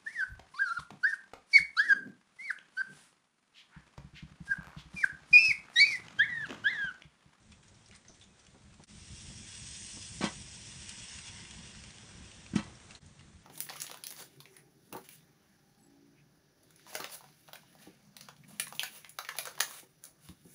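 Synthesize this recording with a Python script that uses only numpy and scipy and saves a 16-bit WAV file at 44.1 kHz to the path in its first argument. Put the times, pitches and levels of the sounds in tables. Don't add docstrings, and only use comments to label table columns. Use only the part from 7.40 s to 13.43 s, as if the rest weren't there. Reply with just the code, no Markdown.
import sys
import numpy as np
from scipy import signal
from scipy.fft import rfft, irfft
from scipy.io import wavfile
from scipy.ndimage import uniform_filter1d

SR = 44100
rng = np.random.default_rng(int(sys.argv[2]) if len(sys.argv) > 2 else 0)


def elevation(decibels):
    levels = np.asarray(decibels, float)
    return 10 ** (levels / 20)


def master_out(mix):
    frames = np.transpose(np.atleast_2d(mix))
    ceiling = np.clip(frames, -1, 1)
    pcm = np.round(ceiling * 32767).astype(np.int16)
    wavfile.write(sys.argv[1], SR, pcm)


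N = 266143


def evened(x):
    return x / np.sqrt(np.mean(x ** 2) + 1e-20)


def read(points, hz):
    f, value = np.transpose(points)
    return np.interp(np.log(hz + 1), np.log(f + 1), value)


def column(rows, t, order):
    table = np.array(rows)
    return np.interp(t, table[:, 0], table[:, order])


def add(mix, s, sound):
    part = mix[round(s * SR):][:len(sound)]
    part += sound[:len(part)]


def ring(x, hz, t60):
    r, w = 10 ** (-3 / (t60 * SR)), 2 * np.pi * hz / SR
    return signal.lfilter([0, np.sin(w)], [1, -2 * r * np.cos(w), r * r], x)


def shaped(x, gain_db):
    hz = np.fft.rfftfreq(len(x), 1 / SR) + 1
    return evened(irfft(rfft(x) * elevation(gain_db(hz)), len(x)))


def tilted(x, db_per_octave):
    return shaped(x, lambda hz: db_per_octave * np.log2(hz / 2000))


def humped(x, centre_hz, fall_db):
    return shaped(x, lambda hz: -fall_db * np.log2(hz / centre_hz) ** 2)


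def patchy(x, field, patchy_db, flicker_db, size):
    hop = dict(nperseg=size, noverlap=size * 3 // 4)
    hz, t, z = signal.stft(x, SR, **hop)
    chance = rng.standard_normal(z.shape)
    patches = evened(uniform_filter1d(uniform_filter1d(chance, size=8, axis=0), size=10, axis=1))
    flicker = evened(uniform_filter1d(chance.mean(0), size=5))
    gain = elevation(field(hz[:, None], t) + patchy_db * patches + flicker_db * flicker)
    return evened(signal.istft(z * gain, SR, **hop)[1][:N])


# t/s, fire level/dB
DRAUGHT = [(0.0, -63), (0.35, -63.5), (0.65, -66.5), (1.44, -64.5), (1.54, -57.5), (2.05, -54.5),
           (2.45, -57.5), (2.9, -50), (3.21, -56.5), (3.37, -54), (3.7, -59), (4.05, -54.5), (4.99, -55),
           (5.29, -52), (5.59, -57), (5.73, -59)]
# f/Hz, density/dB per Hz
RUMBLE = [(12, -40), (20, -28.5), (55, -1), (123, -1.5), (173, -6), (208, -1.5), (269, -23), (334, -14),
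          (461, -37), (500, -38), (650, -38), (1100, -120)]


def fire():
    rumble = patchy(rng.standard_normal(N), lambda hz, s: read(RUMBLE, hz),
                    patchy_db=1.5, flicker_db=2.73, size=2048)
    lumps = evened(uniform_filter1d(uniform_filter1d(rng.standard_normal(N), size=900), size=900))
    draught_db = column(DRAUGHT, np.arange(N) / SR, order=1)
    return elevation(draught_db + 0.73 * lumps + 1.0) * rumble


# f/Hz, density/dB per Hz
AIR = [(150, -10.5), (250, -1.5), (957, -7), (1950, -8), (2860, -11.5), (3560, -9), (4840, -14),
       (5740, -10), (9120, -13), (10000, -24), (13000, -46), (22000, -120)]
# start t/s, level/dB, drift/dB per s
SHOTS = [
    (0.0, -73, 0.1),
    (1.4655, -70.2, 1.25),
    (5.6, -69.8, -5.0),
]


def air():
    t = np.arange(N) / SR
    rustle = patchy(rng.standard_normal(N), lambda hz, s: read(AIR, hz),
                    patchy_db=.9, flicker_db=.4, size=512)
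    level_db = np.zeros(N)
    for s, db, drift in SHOTS:
        level_db = np.where(t >= s, db + drift * (t - s), level_db)
    draught_db = column(DRAUGHT, t, order=1)
    level_db += 0.14 * (draught_db - uniform_filter1d(draught_db, size=SR))
    return elevation(level_db + 6.0) * rustle


def crack(db, hz, length_s, broad):
    clicks = rng.standard_normal(4000) * (0.2 + (rng.random(4000) < .06))
    t = np.arange(len(clicks)) / SR
    shower = clicks * (np.exp(-t / (.55 * length_s)) + 1.8 * np.exp(-t / .0015))
    octaves = 0.57 + 0.72 * broad
    edges_hz = np.clip(hz * 2. ** (np.array([-1, 1]) * octaves), 200, .45 * SR)
    tone = ring(shower, hz, 35 / hz)
    snap = signal.lfilter(*signal.butter(2, edges_hz, "bandpass", fs=SR), shower)
    broad = np.clip(broad, 0, 1)
    return elevation(db) * ((1 - broad) * tone / abs(tone).max() + broad * snap / abs(snap).max())


# t/s, peak level/dB, ring f/Hz, length/s, broad share/0-1
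SPLITS = [(0.0278, -54, 5920, 0.022, 0.55), (0.281, -45.5, 6800, 0.02, 0.6), (0.345, -48, 5810, 0.024, 0.6),
          (0.4595, -44.5, 5690, 0.038, 0.5), (0.4864, -43, 7160, 0.014, 0.86),
          (0.551, -39.5, 5900, 0.023, 0.8), (0.562, -40.5, 8900, 0.013, 0.63),
          (0.682, -42.5, 6100, 0.07, 0.3), (0.756, -53, 8650, 0.024, 0.45), (0.797, -47, 5970, 0.033, 0.96),
          (0.8378, -43, 7000, 0.016, 0.54), (0.996, -46.5, 5820, 0.02, 0.45),
          (1.049, -48, 6150, 0.016, 0.55), (1.343, -45.5, 7990, 0.02, 0.64), (1.437, -34, 5930, 0.014, 0.7)]
# t/s, peak level/dB, ring f/Hz, length/s, broad share/0-1
CRACKS = [(0.12, -43.5, 3500, 0.022, 0.57), (0.126, -49, 2600, 0.02, 0.27),
          (0.228, -51.5, 3230, 0.025, 0.7), (0.512, -42, 2900, 0.021, 0.75),
          (0.525, -46, 2110, 0.044, 0.65), (0.613, -54, 2340, 0.03, 0.8), (0.649, -48.5, 2130, 0.048, 0.8),
          (0.7447, -47.5, 3930, 0.054, 1), (0.812, -42.5, 3640, 0.055, 0.45),
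          (1.067, -42.5, 3400, 0.015, 0.8), (1.097, -65, 2140, 0.03, 0.7)]


def crust():
    out = np.zeros(N)
    for s, db, hz, length_s, broad in SPLITS + CRACKS:
        add(out, s, crack(db, hz, length_s, broad))
    return out


# peak t/s, level/dB, build-up/s
STROKES = [(0.122, -55.5, 0.042), (0.232, -64, 0.01), (0.555, -58, 0.11), (0.678, -65, 0.073),
           (0.82, -58, 0.013), (0.992, -62.5, 0.13), (1.342, -68, 0.018), (1.438, -54, 0.035),
           (5.218, -65, 0.03), (5.508, -52, 0.034), (5.554, -54, 0.02), (5.8, -65, 0.01)]
# start t/s, end t/s, level/dB
RESTING = [
    (0.23, 0.493, -69.5),
    (0.99, 1.44, -68.5),
    (5.226, 5.5, -67.5),
    (5.61, 6.03, -69.5),
]


def sawing():
    t = np.arange(N) / SR
    clumps = elevation(2.5 * evened(uniform_filter1d(rng.standard_normal(N), size=300)))
    splits = (rng.random(N) < 5000 / SR) * rng.standard_normal(N)
    splits = splits + .25 * rng.standard_normal(N)
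    grains = signal.lfilter(*signal.butter(2, 1300., "highpass", fs=SR), clumps * splits)
    grains = tilted(grains, -3.0)
    depth_db, release_s = 29.5, 0.054
    pressure = np.zeros(N)
    for s, db, build_s in STROKES:
        pressure += elevation(db - depth_db * np.maximum((s - t) / build_s, (t - s) / release_s))
    resting = sum(elevation(db) * (t > a) * (t < b) for a, b, db in RESTING)
    pressure += uniform_filter1d(resting, size=600)
    return elevation(-2) * pressure * grains


# t/s, peak level/dB, ring f/Hz, t60/s
KNOCKS = [
    (0.315, -57, 264, 0.038),
    (0.497, -54.5, 207, 0.074),
    (0.694, -47.5, 257, 0.049),
    (1.145, -52, 263, 0.13),
    (1.396, -45, 209, 0.035),
    (1.899, -53, 324, 0.033),
    (2.568, -44.5, 300, 0.026),
]


def knocks():
    out = np.zeros(N)
    ratios = (.75, 1, 1.25, 1.5, 1.8, 2.1, 2.5, 2.9, 3.4, 3.9)
    for s, db, hz, t60 in KNOCKS:
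        push = rng.standard_normal(6000) * np.exp(-np.arange(6000) / 690.0)
        thud = sum(ring(push, ratio * hz, t60 / ratio) for ratio in ratios)
        add(out, s, elevation(db) * thud / abs(thud).max())
    return out


# t/s, length/s, level/dB, start f/Hz, end f/Hz
SQUEAKS = [
    (.34, .12, -76, 3350, 3200),
    (.86, .1, -75, 2650, 2450),
    (1.285, .08, -72, 2750, 2480),
]


def squeaks():
    out = np.zeros(N)
    for s, length_s, db, start_hz, end_hz in SQUEAKS:
        t = np.arange(0, length_s, 1 / SR)
        turns = np.cumsum(np.linspace(start_hz, end_hz, len(t))) / SR
        fuzz = 1 + .4 * evened(uniform_filter1d(rng.standard_normal(8000), size=200))[:len(t)]
        swell = np.sqrt(np.sin(np.pi * t / length_s))
        add(out, s, elevation(db) * fuzz * np.sin(2 * np.pi * turns) * swell)
    return out


# t/s, level/dB, brightness/dB per octave
SIMMER = [(1.47, -58, -0.5), (1.66, -54.5, 0.5), (2.22, -48.5, 0.0), (2.41, -47.5, 1.5), (2.69, -48.5, 1.5),
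          (3.11, -51, 0.0), (3.61, -47.5, -1), (3.87, -49, -2.5), (4.56, -55.5, -2.5), (5.1, -59, -3),
          (5.44, -74, 1), (5.6, -67, -2)]
# f/Hz, density/dB per Hz
SIMMER_BODY = [(410, -43), (700, -30), (1210, -24.5), (1590, -6.5), (3400, -1.5), (4110, -12.5), (5730, -4),
               (7240, -3.5), (8280, -6.5), (10000, -7.5), (13000, -39), (22000, -120)]
# f/Hz, width/Hz, level above body/dB
KETTLE = [(967, 420, 19.5), (2030, 140, 1.5), (2730, 580, 2), (3470, 180, 3), (4370, 1050, 9),
          (5170, 240, 9), (5590, 130, 7), (5850, 130, 10), (6270, 220, 3.5), (6740, 190, 7), (7000, 42, -9),
          (8210, 580, 10), (9100, 440, 6)]


def kettle():
    t = np.arange(N) / SR
    start_s, end_s = CUTS[0][0], CUTS[1][0]
    heights = rng.standard_normal(N) * elevation(1.33 * np.minimum(rng.exponential(1, N), 5))
    pops = (rng.random(N) < 6000 / SR) * heights
    water = np.exp(-np.arange(900) / 480.0) * rng.standard_normal(900)
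    smeared = evened(signal.oaconvolve(pops, water)[:N])
    drive = evened(pops) + 1.1 * rng.standard_normal(N) + 0.29 * smeared

    def colour(hz, s):
        wall = sum(db / (1 + (2 * (hz - f) / width) ** 2) for f, width, db in KETTLE)
        ringing = read(SIMMER_BODY, hz) + wall
        plain = uniform_filter1d(ringing, size=28, axis=0)
        awake = np.clip(0.3 + 0.7 * ((s - start_s) / 0.55) ** 2, 0, 1)
        tilt = column(SIMMER, s, order=2) * np.log2((hz + 1) / 4000)
        return plain + awake * (ringing - plain) + tilt

    hiss = patchy(drive, colour, patchy_db=1.45, flicker_db=0.93, size=1024)
    return elevation(column(SIMMER, t, order=1) - 1.02) * hiss * (t > start_s) * (t < end_s)


# t/s, peak level/dB, ring f/Hz, broad share/0-1
TICKS = [(2.419, -50, 3200, 0.75), (3.787, -34, 2750, 0.7), (3.884, -35, 3470, 0.9),
         (4.05, -33, 2730, 0.66), (4.109, -32.5, 3640, 1.0), (4.349, -44.5, 1750, 1.0),
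         (4.438, -36.5, 2930, 0.93), (4.506, -36.5, 2300, 0.88), (4.583, -37.5, 3330, 0.65),
         (4.69, -43, 1550, 0.7), (4.916, -37.5, 2960, 0.65), (5.063, -39, 2720, 0.55),
         (5.401, -42.5, 2930, 0.8), (5.508, -36, 2860, 0.7), (5.551, -35.5, 4280, 0.5),
         (5.793, -43.5, 2790, 0.54), (5.808, -46, 2030, 0.7), (3.492, -27, 5790, 0.9),
         (5.3527, -44, 5760, 0.55), (5.5694, -54, 5550, 0.4), (5.619, -50, 5250, 0.5),
         (5.6626, -37.5, 9250, 0.9)]


def crumbs():
    out = np.zeros(N)
    for s, db, hz, broad in TICKS:
        add(out, s, crack(db, hz, 0.011, broad))
    return out


# t/s, thump level/dB, contact/s, crust rattle level/dB, rattle f/Hz
LANDINGS = [(2.8084, -37, 0.0011, -39, 1270), (2.823, -54, 0.0035, -40, 1500),
            (2.8383, -28, 0.0017, -34.5, 2300), (2.857, -46, 0.00092, -45.5, 1150),
            (2.886, -60, 0.0051, -56, 890), (5.1335, -33, 0.0033, -54.5, 1500),
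            (5.1534, -41, 0.0024, -41.5, 4200), (5.157, -20.5, 0.0035, -40, 1700),
            (5.186, -46, 0.001, -48, 1200), (5.228, -63, 0.0063, -55, 2400),
            (5.262, -60, 0.0049, -59.5, 1250)]
# f/Hz, level/dB, t60/s
BOX = [(156, -12, 0.16), (209, 2.5, 0.12), (244, 1.5, 0.069), (282, -5, 0.055), (316, -3.5, 0.16),
       (341, -4.5, 0.077), (430, -9, .06), (540, -5.5, 0.14)]
# f/Hz, level/dB, t60/s
PLATE = [(785, -8, .06), (950, -5, .07), (1034, -1, .06), (1145, -4, .08), (1300, -5, .05), (1570, -5, .07),
         (1995, -5, .08), (2350, -4, .05), (2692, -6, .08), (3203, -3, .07), (3520, -5, .05),
         (4195, -4, .08), (5750, -5, .07), (6573, -8, .05)]


def stove():
    blows, rattle, t = np.zeros(N), np.zeros(N), np.arange(12000) / SR
    rise = np.minimum(t / .004, 1)
    for s, db, contact_s, rattle_db, centre_hz in LANDINGS:
        push = np.sin(np.pi * np.clip(t[:900] / contact_s, 0, 1)) ** 2
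        add(blows, s, elevation(db) * push / push.sum())
        lumps = np.repeat(rng.standard_normal(len(t) // 100), 100)
        grit = rng.standard_normal(len(t)) * elevation(2.1 * lumps)
        t60 = 0.15 * (centre_hz / 1500) ** -0.23
        add(rattle, s, elevation(rattle_db - 60 * t / t60) * rise * humped(grit, centre_hz, fall_db=2.5))
    box = sum(elevation(db) * ring(blows, hz, t60) for hz, db, t60 in BOX)
    box = signal.sosfilt(signal.butter(4, 135., "highpass", fs=SR, output="sos"), box)
    plate = sum(elevation(db) * ring(rattle, hz, t60) for hz, db, t60 in PLATE)
    return box + 1.59 * rattle + elevation(-31.5) * plate


def shelter(x):
    at = np.arange(200, 8000, 20) + rng.integers(0, 20, 390)
    taps = np.zeros(8100)
    taps[at] = rng.choice([-1., 1.], len(at)) * elevation(-60 * at / SR / 0.23)
    return signal.oaconvolve(x, taps / np.linalg.norm(taps))[:N]


def scene():
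    small = crust() + sawing() + knocks() + squeaks() + crumbs()
    big, simmer = stove(), kettle()
    echoes = shelter(elevation(-9.0) * small + elevation(-17) * big + elevation(-9) * simmer)
    return (small + big + elevation(-0.24) * simmer + echoes + air() + fire())[None]


# t/s, fade-out/s, fade-in/s
CUTS = [
    (1.4655, 0.044, 0.029),
    (5.6, 0.03, 0.024),
]


def scene_changes(x):
    t = np.arange(N) / SR
    for s, out_s, in_s in CUTS:
        x = x * np.clip(np.maximum((s - t) / out_s, (t - s) / in_s), .02, 1)
    return x


def low_pass(x):
    return signal.sosfilt(signal.butter(12, 10290, fs=SR, output="sos"), x)


def record(dry):
    lowpass = signal.firwin(255, 9888, window=("kaiser", 9), fs=SR)
    band = signal.oaconvolve(scene_changes(dry), lowpass[None], "same")
    return low_pass(band)


dry = scene()
out = record(dry)
master_out(out)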